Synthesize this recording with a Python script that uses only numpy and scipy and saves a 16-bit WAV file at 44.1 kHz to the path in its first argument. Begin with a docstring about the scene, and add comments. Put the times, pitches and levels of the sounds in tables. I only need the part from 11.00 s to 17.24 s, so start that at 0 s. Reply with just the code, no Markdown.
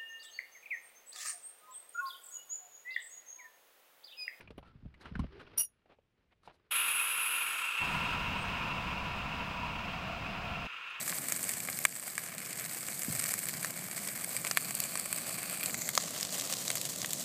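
"""Grass fire on a dry hillside, burning through a shrub some metres from a hand-held phone.
Bursting stalks crackle densely, twigs snap, steam hisses and the turbulent flames rumble softly.
The ground doubles every click. The tone colour slides down as the phone turns near the end,
and its gain ducks after the loudest snaps."""
import sys
import numpy as np
from scipy import signal
from scipy.fft import rfft, irfft
from scipy.io import wavfile
from scipy.ndimage import uniform_filter1d

SR = 44100
rng = np.random.default_rng(int(sys.argv[2]) if len(sys.argv) > 2 else 0)


def file_out(sig):
    """Save sig as 16-bit WAV at sys.argv[1]."""
    # one column per channel
    cols = np.atleast_2d(sig).T
    # limit, then scale
    lim = np.clip(cols, -1, 1)
    pcm = np.round(lim * 32767).astype(np.int16)
    wavfile.write(sys.argv[1], SR, pcm)


N = 275184
TIME = np.arange(N) / SR
# two soft low thumps: t/s, f/Hz, width/Hz, peak/dB
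LOW_THUMPS = [(2.082, 213, 97, -30), (2.099, 133, 80, -32)]


def crackle(grass_db, wood_db, flurry, rate_per_s=700, patches=10, size_db=5.5, range_db=19):
    """Stalks burst in patches: many tiny clicks, a few large, each with its own colour."""
    # click spectrum: f/Hz, width/Hz, relative level/dB, wood share/0-1
    click_bands = [(682, 500, -14.5, 0.85), (1700, 1690, -7, 0.7), (5280, 4100, -3.5, 0.4),
                   (8810, 4900, -1.5, 0), (13050, 5800, -2.5, .05)]
    layers = np.zeros((len(click_bands), N))
    for _ in range(patches):
        arrival = burst(fibre_db=4, fibre_s=.0008, scatter_db=-7.5, scatter_s=.0021)
        when, size = rng.random((int(rate_per_s * N / SR / patches), 2)).T
        at = (when * N).astype(int)
        # exponential in dB, wrapped into a thin stalk's range
        click_db = (-size_db * np.log(1 - size)) % range_db + .84 * flurry[at]
        for layer in layers:
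            colour_db = 4.5 * rng.uniform(-1.57, 1, len(at))
            clicks = np.bincount(at, undb(click_db + colour_db), N)
            layer += signal.oaconvolve(clicks, arrival)[:N]
    return sum(unit(band(layer, hz, width)) * undb(db + grass_db + wood * (wood_db - grass_db))
               for layer, (hz, width, db, wood) in zip(layers, click_bands))


def snaps(thin_rows, knock_hz=480, knock_width_hz=560, ring_width_hz=300, ring_db=-11, size=1024):
    """Twigs burst: the cavity pops and rings, the stem knocks, splitting fibres crack."""
    # loudest twigs, levels as energy: t/s, pop f/Hz, pop/dB, knock/dB, crack f/Hz, crack/dB
    loud_rows = [(.126, 1510, -15, -28, 7700, -32), (.2853, 2040, -22.5, -28, 8210, -11),
                 (.3222, 2050, -15.5, -27, 6800, -5.5), (.43, 1960, -27, -45, 8830, -13.5),
                 (.4926, 2240, -15.5, -36, 7560, -9), (.6867, 1560, -13.5, -24, 8620, -30),
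                 (.7889, 2260, -22, -37, 11120, -11), (.852, 1860, 0.5, -27, 9000, -2),
                 (1.1797, 1700, -9.5, -30, 8700, -10.5), (1.8852, 2100, -18, -32, 6900, -18),
                 (2.339, 1800, -17, -29, 8240, -9), (2.487, 2420, -17, -50, 8340, -12),
                 (2.6464, 1750, -11.5, -23, 5910, -10.5), (3.0748, 1690, -21.5, -38, 9800, -11),
                 (3.2445, 2400, -18.5, -49, 8150, -11.5), (3.3657, 2300, -16.5, -44, 8750, -11.5),
                 (3.4485, 1440, -15.5, -25, 6500, -14), (3.469, 2260, -16, -28, 9230, -14),
                 (3.5119, 1750, -12.5, -22, 6200, -6.5), (3.5726, 2060, -2, -17.5, 10300, -4.5),
                 (3.7082, 2110, -18, -26, 7670, -14.5), (3.7514, 2400, -33, -47, 9160, -9.5),
                 (3.8028, 2590, -21, -46, 9600, -5.5), (3.8385, 2720, -20, -44, 6300, -14),
                 (3.9553, 1660, -17, -26, 6520, -14.5), (3.9974, 2000, -27, -47, 9000, -10.5),
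                 (4.128, 2030, -15.5, -30, 8920, -10), (4.6311, 2490, -14, -45, 8150, -16),
                 (4.6597, 2830, -17, -36, 6500, -10), (4.7445, 2110, -12.5, -29, 5380, -19),
                 (4.8903, 2090, -11, -38, 9600, -9), (4.9522, 2680, -16.5, -33, 7650, -10),
                 (4.9768, 1350, -3.5, -19, 5630, -4.5), (5.2294, 2220, -22, -34, 6600, -11.5),
                 (5.5248, 1750, -21, -27, 6900, -15), (5.7031, 2110, -10, -30, 8050, -10),
                 (5.7549, 2130, -19, -33, 10300, -10), (6.0461, 1840, -12, -31, 7600, -20.5),
                 (6.1326, 2930, -21, -46, 9800, -8.5)]
    out = np.zeros(N + size)
    for s, pop_hz, pop_db, knock_db, crack_hz, crack_db in loud_rows + thin_rows:
        # faint snaps lie deeper in the shrub: more scatter
        scatter_db = -6 - .25 * (max(pop_db, crack_db) + 12.5)
        push = burst(fibre_db=-14, fibre_s=.00037, scatter_db=scatter_db + 2.5, scatter_s=.0038)
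        tear = burst(fibre_db=10, fibre_s=.0006, scatter_db=scatter_db, scatter_s=.003)
        parts = [(band(push, pop_hz, .92 * pop_hz), pop_db),
                 (band(push, pop_hz, ring_width_hz, order=1), pop_db + ring_db),
                 (-band(push, knock_hz, knock_width_hz), knock_db),  # stem recoil
                 (band(tear, crack_hz, .63 * crack_hz, order=1), crack_db)]
        i = int(s * SR)
        out[i:i + size] += sum(undb(db) * part / np.linalg.norm(part) for part, db in parts)
    return out[:N]


def thin_twigs(vigour_db, rate_per_s=7.5, pop_hz=2200, crack_hz=7800, spread_oct=.39, spread_db=2.5):
    """Rows for snaps(): thin twigs burst at random and in a volley just after the low thumps."""
    volley = rng.random((8, 5))
    steady = rng.random((int(rate_per_s * N / SR), 5))
    groups = [(volley, LOW_THUMPS[0][0] + .11, .18, -1), (steady, 0, N / SR, 0)]
    rows = []
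    for draws, start_s, length_s, offset_db in groups:
        s = start_s + length_s * draws[:, 0]
        jitter = 2 * draws[:, 1:].T - 1
        pop_ratio, crack_ratio = 2 ** (spread_oct * jitter[:2])
        pop_gain_db, crack_gain_db = offset_db + np.interp(s, TIME, vigour_db) + spread_db * jitter[2:]
        rows += zip(s, pop_hz * pop_ratio, pop_gain_db - 22.5, pop_gain_db - 43.5,
                    crack_hz * crack_ratio, crack_gain_db - 15.5)
    return rows


def hiss(grass_db, wood_db, flurry, flicker_db=1.24):
    """Steam jets and far crackle sputter together; each band also flickers alone."""
    # hiss spectrum: f/Hz, width/Hz, relative level/dB, wood share/0-1
    steam_bands = [(568, 377, -12, 0.5), (1030, 600, -14, 1), (2000, 1830, -5.5, 1), (3980, 3700, -9, 0.2),
                   (7640, 4750, -3, 0.1), (12700, 7200, -1, 0)]
    sputter_db = .9 * flurry + 2.5 * walk(220)
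    return sum(unit(band(rng.standard_normal(N), hz, width))
               * undb(db + grass_db + wood * (wood_db - grass_db) + sputter_db + flicker_db * walk(40))
               for hz, width, db, wood in steam_bands)


def flames(rumble_db, flutter_db=.5):
    """Turbulent burning: a low, fluttering rumble."""
    # rumble spectrum: f/Hz, relative density/dB
    rumble_spectrum = [(20, -33), (50, -27.5), (75, -18), (110, -5.5), (170, 1.5), (240, -4), (330, -7.5),
                       (480, -16.5), (900, -20.5), (3000, -43)]
    hz, db = np.transpose(rumble_spectrum)
    bin_hz = np.arange(N // 2 + 1) * SR / N
    colour = undb(np.interp(np.log(bin_hz + 1), np.log(hz), db))
    rumble = unit(irfft(rfft(rng.standard_normal(N)) * colour, N))
    return rumble * undb(rumble_db + flutter_db * walk(8.1))


def low_thumps(puff_db=-44, rise_s=.0059, decay_s=.13):
    """Two soft low thumps and a dying puff, like wind buffeting the phone."""
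    out = np.zeros(N)
    for s, thump_hz, width_hz, peak_db in LOW_THUMPS:
        thump = band(signal.unit_impulse(SR // 10), thump_hz, width_hz)
        i = int(s * SR)
        out[i:i + len(thump)] += undb(peak_db) * thump / np.abs(thump).max()
    age_s = np.maximum(TIME - LOW_THUMPS[-1][0], 0)
    envelope = (1 - np.exp(-age_s / rise_s)) * np.exp(-age_s / decay_s)
    puff = unit(band(rng.standard_normal(N), hz=140, width_hz=130, order=3))
    return out + undb(puff_db) * envelope * puff


def burst(fibre_db, fibre_s, scatter_db, scatter_s, ground_s=.00175, ground_db=-10.5, size=1024):
    """One burst at unit energy: click, tearing fibres, ground echo, scatter off the brush."""
    t = np.arange(size) / SR
    fibres, brush = (rng.standard_normal(size) * np.exp(-t / s) for s in (fibre_s, scatter_s))
    direct = (t == 0) + undb(fibre_db) * fibres / np.linalg.norm(fibres)
    direct /= np.linalg.norm(direct)
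    lag = int(SR * ground_s * rng.uniform(.85, 1.15))
    echo = undb(ground_db) * np.roll(direct, lag)
    arrival = direct + echo + undb(scatter_db) * brush / np.linalg.norm(brush)
    return arrival / np.linalg.norm(arrival)


def tone_colour(x, size=1024):
    """Peaks and dips from ground reflection and the turning phone glide from pose to pose."""
    # tone colour per pose: f/Hz, width/Hz, gain/dB
    facing = [(670, 250, 3.5), (906, 96, -4), (1100, 330, 2.5), (1750, 610, 3.5), (2270, 360, 6.5),
              (3150, 3000, -2), (4600, 990, 3), (4770, 270, 0.5), (8180, 1930, 9.5), (11840, 2270, 6)]
    tilted = [(670, 300, 5.5), (910, 75, -4.5), (1130, 260, 4), (1750, 870, 1.5), (2400, 360, 6.5),
              (3060, 1100, 0), (4530, 700, 7.5), (6000, 1600, -0.5), (8250, 1970, 11), (12100, 2800, 5)]
    swinging = [(630, 300, 5), (900, 140, 0), (1160, 420, -0.5), (1600, 530, -3), (2200, 380, 4),
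                (2880, 720, -6.5), (4370, 790, 5.5), (5200, 760, -1), (7170, 2500, 12), (12600, 2200, 5)]
    turned = [(610, 420, 8), (880, 120, -4.5), (1090, 390, 4.5), (1510, 490, -2), (1970, 660, 1.5),
              (2300, 810, -2), (4400, 2820, 7), (5230, 670, -1), (7580, 3270, 9), (11900, 1600, 4)]
    poses = np.array([facing, tilted, tilted, swinging, turned])
    # time of each pose: t/s
    pose_times_s = [3.25, 3.7, 4.62, 4.83, 5.05]
    out = np.zeros(N + 2 * size)
    for i in range(0, N, size):
        shares = [np.interp((i + size / 2) / SR, pose_times_s, row) for row in np.eye(len(poses))]
        piece = signal.fftconvolve(x[i:i + size], bell_filter(np.tensordot(shares, poses, 1)))
        out[i:i + len(piece)] += piece
    return out[:N]


def bell_filter(peaks, size=1024):
    """Minimum-phase impulse response; gain in dB is a sum of bell curves."""
    hz = np.arange(size // 2 + 1) * SR / size
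    db = sum(peak_db * .5 ** ((2 * (hz - peak_hz) / width) ** 2) for peak_hz, width, peak_db in peaks)
    cepstrum = irfft(np.log(undb(db)))[:size // 2]
    cepstrum[1:] *= 2
    return irfft(np.exp(rfft(cepstrum, size)))


def band(x, hz, width_hz, order=2):
    """Band-pass, geometric centre hz."""
    low_hz = np.hypot(hz, width_hz / 2) - width_hz / 2
    edges_hz = [low_hz, min(low_hz + width_hz, .48 * SR)]
    return signal.sosfilt(signal.butter(order, edges_hz, "band", fs=SR, output="sos"), x)


def walk(rate_hz):
    """Slewed random steps, rms 1."""
    hold = int(SR / rate_hz)
    steps = np.repeat(rng.standard_normal(N // hold + 1), hold)
    return unit(uniform_filter1d(steps, hold)[:N])


def undb(db):
    """dB to gain."""
    return 10 ** (np.asarray(db) / 20)


def unit(x):
    """Scale to rms 1."""
    return x / np.sqrt(np.mean(x ** 2))


def scene(crackle_db=-5, hiss_db=-8, snap_db=-.87, wood_lift_db=9, rumble_lift_db=2):
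    """Crackle, hiss and snaps in shifting tone colour, over rumble and thumps."""
    # burn intensity before mix gains: t/s, grass/dB, wood/dB, rumble/dB
    burn = [(0, -39, -47, -55), (.7, -41, -49.5, -52.5), (1, -42, -52.5, -57), (1.35, -46, -49, -55.5),
            (1.95, -41, -51.5, -55), (2.3, -39, -48.5, -54.5), (2.55, -43.5, -50.5, -51.5),
            (2.9, -43, -49, -54.5), (3.25, -41, -49.5, -54), (3.77, -42, -51, -54), (4.57, -42, -48, -53.5),
            (4.88, -42.5, -48.5, -51.5), (5.18, -42, -48.5, -53), (5.63, -41, -50, -52),
            (6, -43.5, -52.5, -53), (6.24, -41, -52.5, -52.5)]
    s, *levels = np.transpose(burn)
    grass_db, wood_db, rumble_db = (np.interp(TIME, s, db) for db in levels)
    wood_db += wood_lift_db
    flurry = walk(45)  # tufts ignite in turn
    fire = undb(crackle_db) * crackle(grass_db, wood_db, flurry)
    fire += undb(hiss_db) * hiss(grass_db, wood_db, flurry)
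    fire += undb(snap_db) * snaps(thin_twigs(grass_db - grass_db.mean()))
    return (tone_colour(fire) + flames(rumble_db + rumble_lift_db) + low_thumps())[None]


def record(dry, threshold_db=-21.5, attack_s=.0056, recovery_db_per_s=6, cutoff_hz=15300):
    """Phone gain control: ducks just after the loudest snaps, creeps back; then a low-pass."""
    lag = int(attack_s * SR)
    power = np.abs(uniform_filter1d(dry[0] ** 2, lag)) + 1e-12
    over_db = np.maximum(10 * np.log10(power) - threshold_db, 0)
    recovery_db = recovery_db_per_s * TIME
    duck_db = np.maximum.accumulate(over_db + recovery_db) - recovery_db
    ducked = dry * undb(-np.pad(duck_db, (lag, 0))[:N])
    return signal.sosfilt(signal.ellip(10, .2, 70, cutoff_hz, fs=SR, output="sos"), ducked)


dry = scene()
out = record(dry)
file_out(out)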